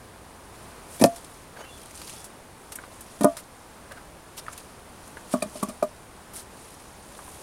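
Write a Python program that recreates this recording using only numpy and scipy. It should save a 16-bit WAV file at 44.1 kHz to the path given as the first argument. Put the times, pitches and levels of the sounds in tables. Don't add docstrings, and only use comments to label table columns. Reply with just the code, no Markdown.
import sys
import numpy as np
from scipy import signal
from scipy.fft import rfft, irfft, next_fast_len
from scipy.io import wavfile
from scipy.ndimage import uniform_filter1d, map_coordinates

SR = 44100
rng = np.random.default_rng(int(sys.argv[2]) if len(sys.argv) > 2 else 0)


def wav_record(signal):
    frames = np.transpose(np.atleast_2d(signal))
    bounded = np.clip(frames, -1, 1)
    quanta = np.round(bounded * 32767).astype(np.int16)
    wavfile.write(sys.argv[1], SR, quanta)


def invert_db(x):
    u = np.asarray(x, float) / 20
    return 10 ** u


N = 327222

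# t/s, level/dB, first bends over second/dB, third over second/dB,
# higher over second/dB, direction around the pole/degrees
BLOWS = [(1.000, -34, -6, -9, 3, 61), (1.012, -26.5, 11, -4, 2, 55), (1.020, -16, 3.5, -7, -11.5, 29),
         (1.0404, -6.5, -9.5, -11.5, -11.5, 45.5), (1.047, -23.5, 9, 0, -26, 50),
         (3.208, -25, 3.5, -6.5, -7.5, 55), (3.2414, -11, -5.5, -8, -22, 41),
         (3.248, -24.5, 3, -5, -22, 50), (5.337, -18, 3, -7, -26, 62), (5.4209, -36, -24, -14, 6.5, 47),
         (5.4225, -23.5, -2.5, -10, -18, 58), (5.456, -44.5, 11, -5, -9, 29),
         (5.554, -35.5, -1, -11, -22.5, 69), (5.627, -23.5, 2.5, -3, -19, 23),
         (5.684, -43.5, 14, -5, -10, 55), (5.693, -37, -4, -6, -15, 65), (5.8246, -16, -8, -8.5, -26, 57.5)]
# f/Hz, level/dB, time to die by 60 dB/s
POLE_MODES = [
    [(119, -3, 0.1), (189.5, 0, 0.075), (217, 5, 0.068), (256.5, 0.5, 0.12), (292, -7.5, 0.098),
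     (566, 10, 0.033), (648, 2.5, 0.065), (685.5, -6, 0.2), (774, 6.5, 0.024), (980, 1.5, 0.061),
     (1152, -7.5, 0.11), (1370, -12.5, 0.081), (1796, -1, 0.042), (2355, -2.5, 0.03), (2510, -8, 0.044)],
    [(219, 9.5, 0.093), (282, 4.5, 0.11), (304, -11, 0.12), (382, 7.5, 0.038), (453, 2, 0.044),
     (607.5, 0, 0.15), (672, -2.5, 0.18), (901, -2.5, 0.086), (987, 7, 0.048), (1165, -5, 0.17),
     (1227, -2.5, 0.092), (1450, -5, 0.081), (1863, -2, 0.095), (2400, -9, 0.061), (3170, -11, 0.066),
     (3800, -13, 0.056)],
    [(204, 6.5, 0.061), (245.5, -5, 0.17), (394, 0.5, 0.048), (611, -1, 0.1), (834, -3, 0.043),
     (649, -0.5, 0.077), (1020, 1, 0.043), (1210, 3, 0.047), (1133, 5.5, 0.095), (1450, -1, 0.025),
     (1800, -2.5, 0.067), (2430, 10, 0.025), (3840, -1, 0.028), (4600, 1, 0.036)],
]
NEXT_POLE_TIMES = [2, 4.5]
BEND_BORDERS = [350, 900, 1500]
# t/s, level/dB, dull part over bright/dB
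BARK_CRACKS = [(0.996, -38, 1), (1.0122, -31, 4.5), (1.039, -16.5, 8), (1.058, -26, -25), (1.159, -44, -1),
               (1.975, -49, 2), (2.0717, -49, 7), (2.2416, -41.5, -0.5), (2.7196, -38.5, 2),
               (2.755, -30, -12), (3.007, -40.5, -9), (3.209, -35.5, -2.5), (3.233, -31.5, 1.5),
               (3.244, -17.5, -9.5), (3.368, -38.5, 3.5), (4.576, -42, -1.5), (5.424, -29, 1),
               (5.628, -42, -15), (5.6857, -44.5, 1), (5.826, -36, -4), (6.335, -48, -9), (6.36, -45, -8)]
# t/s, level/dB, dull part over bright/dB
LEAF_SNAPS = [(1.244, -46, 4), (1.858, -46, 2), (1.909, -46, 7), (2.016, -41.5, 5), (2.204, -43, -1),
              (3.92, -50, 10)]
# middle t/s, level/dB, dull part over bright/dB, spread/s
BARK_BRUSHES = [(0.953, -50.5, -3.5, 0.039), (1.025, -37, -19, 0.0065), (1.052, -35, -6, 0.0029),
                (3.399, -50, -4, 0.009), (4.386, -42, 2, 0.0098), (4.531, -45.5, -8, 0.0054),
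                (5.333, -41.5, 0.5, 0.014), (5.633, -37.5, -1.5, 0.0033), (6.38, -49, -0.5, 0.03),
                (7.307, -55.5, -17, 0.099)]
# f/Hz, relative level/dB
BRIGHT_COLOUR = [(3500, -51), (6000, -3.5), (8000, 1), (12000, -2), (16500, -19)]
# f/Hz, relative level/dB
DULL_COLOUR = [(700, -8.5), (1500, -5), (2600, -7.5), (5500, -4), (8000, -18)]
# t/s, level/dB (before a common trim), f/Hz
TWIG_TAPS = [(2.787, -32.5, 1520), (2.838, -34.5, 1500), (3.368, -34, 1450), (4.465, -37.5, 1800),
             (4.4827, -28, 1280), (4.53, -39.5, 1700), (5.169, -33, 610), (5.170, -32.5, 1680),
             (7.1904, -32, 1160), (7.277, -35, 1020)]
# middle t/s, level/dB, upper resonance over lower/dB
DRAG_JERKS = [(1.571, -47.5, 2), (1.594, -44, -15), (1.612, -40.5, -5), (1.647, -45.5, 0),
              (3.921, -44, 2.5), (3.977, -49.5, 3.5)]
# start t/s, length/s, f/Hz, level/dB
THIN_CHIRPS = [(1.555, 0.07, 4470, -58), (1.57, 0.075, 6550, -57), (1.575, 0.13, 3030, -54),
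               (1.632, 0.091, 2740, -50), (1.675, 0.12, 3450, -53), (2.118, 0.16, 3410, -57),]
# middle t/s, level/dB, spread/s
BODY_STIRS = [(0.577, -64, 0.089), (1.137, -56.5, 0.16), (1.82, -55.5, 0.093), (2.097, -50.5, 0.096),
              (3.095, -60.5, 0.34), (4.492, -59.5, 0.1), (5.51, -58, 0.27), (6.77, -63.5, 0.16),
              (7.352, -56, 0.2)]
# f/Hz, relative level/dB
LEAF_COLOUR = [(1200, -30), (2500, -4.5), (4500, -5), (7000, -4.5), (12000, -8.5), (16000, -29)]
# f/Hz, relative level/dB
ROAR_COLOUR = [(20, -8), (60, 2), (100, -2), (300, -4.5), (1000, -6), (1600, -12), (3000, -19.5),
               (10000, -26), (16000, -32.5)]
# f/Hz, width/Hz, level over the direct sound/dB
PORT_RESONANCE = (9430, 1300, 3.4)


def unit(x):
    return x / np.sqrt(np.mean(x ** 2) + 1e-20)


def filtered(x, response):
    size = next_fast_len(N + 8192)
    spectrum = rfft(x, size) * response(np.fft.rfftfreq(size, 1 / SR))
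    return irfft(spectrum, size)[..., :N]


def coloured(x, colour):
    hz, db = np.transpose(colour)
    return unit(filtered(x, lambda f: invert_db(np.interp(np.log(f + 1), np.log(hz + 1), db))))


def wobble(rate):
    knots = rng.standard_normal(N // 32)
    return map_coordinates(knots, [np.arange(N) * rate / SR])


def swell(middle, spread):
    now = np.arange(N) / SR
    return np.exp(-((now - middle) / spread) ** 2 / 2)


def add(out, s, sound):
    part = out[round(s * SR):][:len(sound)]
    part += sound[:len(part)]


def patchy(x, depth_db):
    spectrum = signal.stft(x, nperseg=128)[2]
    field = rng.standard_normal(spectrum.shape)
    field = uniform_filter1d(field, size=5, axis=-2)
    field = uniform_filter1d(field, size=6, axis=-1)
    return signal.istft(spectrum * invert_db(depth_db * unit(field)), nperseg=128)[1][..., :N]


def knocks():
    out = np.zeros(N)
    t = np.arange(SR // 4) / SR
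    for s, blow_db, first_db, third_db, higher_db, degrees in BLOWS:
        pole = POLE_MODES[np.searchsorted(NEXT_POLE_TIMES, s)]
        hz, db, t60 = np.transpose(pole)[..., None]
        order_db = np.array([first_db, 0, third_db, higher_db])
        bend_db = blow_db + order_db[np.searchsorted(BEND_BORDERS, hz)]
        turn = np.radians(np.clip(degrees, 2, 88))
        plane = np.sqrt(2) * np.resize([np.cos(turn), np.sin(turn)], hz.shape)
        scatter_db, detune = rng.standard_normal((2,) + hz.shape)
        hz = hz * (1 + 0.005 * detune)
        decay = invert_db(bend_db + db + scatter_db - 60 * t / t60)
        ring = np.sum(plane * decay * np.sin(2 * np.pi * hz * t), axis=0)
        add(out, s, ring * (1 - np.exp(-t / 0.0013)) ** 2)
    low_hz = 120
    return filtered(out, lambda f: (-f * f / (low_hz ** 2 - f * f + 1.4j * f * low_hz)) ** 2)


def scuffs():
    level = np.zeros((2, N))
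    t = np.arange(SR // 4) / SR
    bursts = [(*row, 0.026) for row in LEAF_SNAPS]
    for s, db, dull_db in BARK_CRACKS:
        halvings = 0.0961 * (db + 33.5)
        bursts.append((s, db, dull_db, 0.051 * 0.5 ** halvings))
    for s, db, dull_db, t60 in bursts:
        shape = invert_db(db - 60 * t / t60) * (1 - np.exp(-t / 0.00086))
        add(level[0], s, shape)
        add(level[1], s, shape * invert_db(dull_db))
    for s, db, dull_db, spread in BARK_BRUSHES:
        level += invert_db([[db], [db + dull_db]]) * swell(s, spread)
    grit = invert_db(1.4 * wobble(900))
    noise = patchy(rng.standard_normal((2, N)), depth_db=2.5)
    bright = level[0] * coloured(noise[0], BRIGHT_COLOUR)
    dull = level[1] * coloured(noise[1], DULL_COLOUR)
    return grit * (bright + dull)


def taps():
    out = np.zeros(N)
    t = np.arange(SR // 8) / SR
    size = len(t)
    t60 = 0.042
    for s, db, hz in TWIG_TAPS:
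        note = np.sin(2 * np.pi * hz * t)
        click = 2.2 * np.sin(2 * np.pi * 1.1 * hz * t) * invert_db(-60 * t / 0.0076)
        hollow = note * np.exp(-1.5 * hz * t)
        puff = signal.fftconvolve(rng.standard_normal(2 * size), hollow)[size:2 * size]
        shape = invert_db(db - 7 - 60 * t / t60) * (1 - np.exp(-t / 0.00024))
        add(out, s, shape * (note + click + 1.37 * unit(puff)))
    return out


def drags():
    width_hz = 240
    level = np.zeros((2, N))
    for s, db, upper_db in DRAG_JERKS:
        level += invert_db([[db], [db + upper_db]]) * swell(s, 0.0074)

    def hollow(hz):
        noise = rng.standard_normal(N)
        return unit(filtered(noise, lambda f: f * width_hz / (hz * hz - f * f + 1j * f * width_hz)))

    return level[0] * hollow(577) + level[1] * hollow(1530)


def chirps():
    out = np.zeros(N)
    waver = wobble(200)
    flutter = invert_db(1.9 * wobble(110))
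    for s, length, hz, db in THIN_CHIRPS:
        size = round(length * SR)
        pitch = hz * (1 + 0.015 * waver[round(s * SR):][:size])
        tone = np.sin(2 * np.pi * np.cumsum(pitch) / SR)
        add(out, s, invert_db(db) * np.sqrt(np.hanning(size)) * tone)
    return out * flutter


def trees(x):
    t = np.arange(SR // 3) / SR
    noise = uniform_filter1d(rng.standard_normal(len(t)), size=3)
    tail = noise * invert_db(-60 * t / 0.1) * (t > 0.003)
    return signal.fftconvolve(x, tail / np.linalg.norm(tail))[:N]


def rustle():
    moving = sum(invert_db(db) * swell(s, spread) for s, db, spread in BODY_STIRS)
    stirring = invert_db(-66) + moving
    clumps = invert_db(2.5 * wobble(30)) * moving / stirring
    snaps = (rng.random(N) < 300 / SR) * invert_db(2.2 * rng.exponential(size=N).clip(0, 3))
    t = np.arange(SR // 20) / SR
    bursts = signal.fftconvolve(snaps, invert_db(-60 * t / 0.014))[:N]
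    crackle = unit(bursts * rng.standard_normal(N))
    hiss = rng.standard_normal(N)
    leaves = coloured(patchy(hiss + 1.14 * clumps * crackle, depth_db=2.5), LEAF_COLOUR)
    return stirring * leaves * invert_db(2.2 * wobble(7.9))


def roar():
    return invert_db(-47) * coloured(rng.standard_normal(N), ROAR_COLOUR) * invert_db(0.7 * wobble(4))


def scene():
    events = knocks() + scuffs() + taps() + drags() + chirps()
    mix = events + invert_db(-16) * trees(events) + rustle() + roar()
    return mix[None]


def top_cut(x):
    return signal.sosfilt(signal.butter(12, 17000, fs=SR, output="sos"), x)


def record(dry):
    hz, width, db = PORT_RESONANCE

    def response(f):
        port = 1j * f * width / (hz * hz - f * f + 1j * f * width)
        low_pass = f < 15900
        return low_pass * (1 + invert_db(db) * port)

    heard = filtered(dry, response)
    heard = heard / (1 + np.abs(heard) ** 6) ** (1 / 6)
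    return top_cut(heard)


dry = scene()
out = record(dry)
wav_record(out)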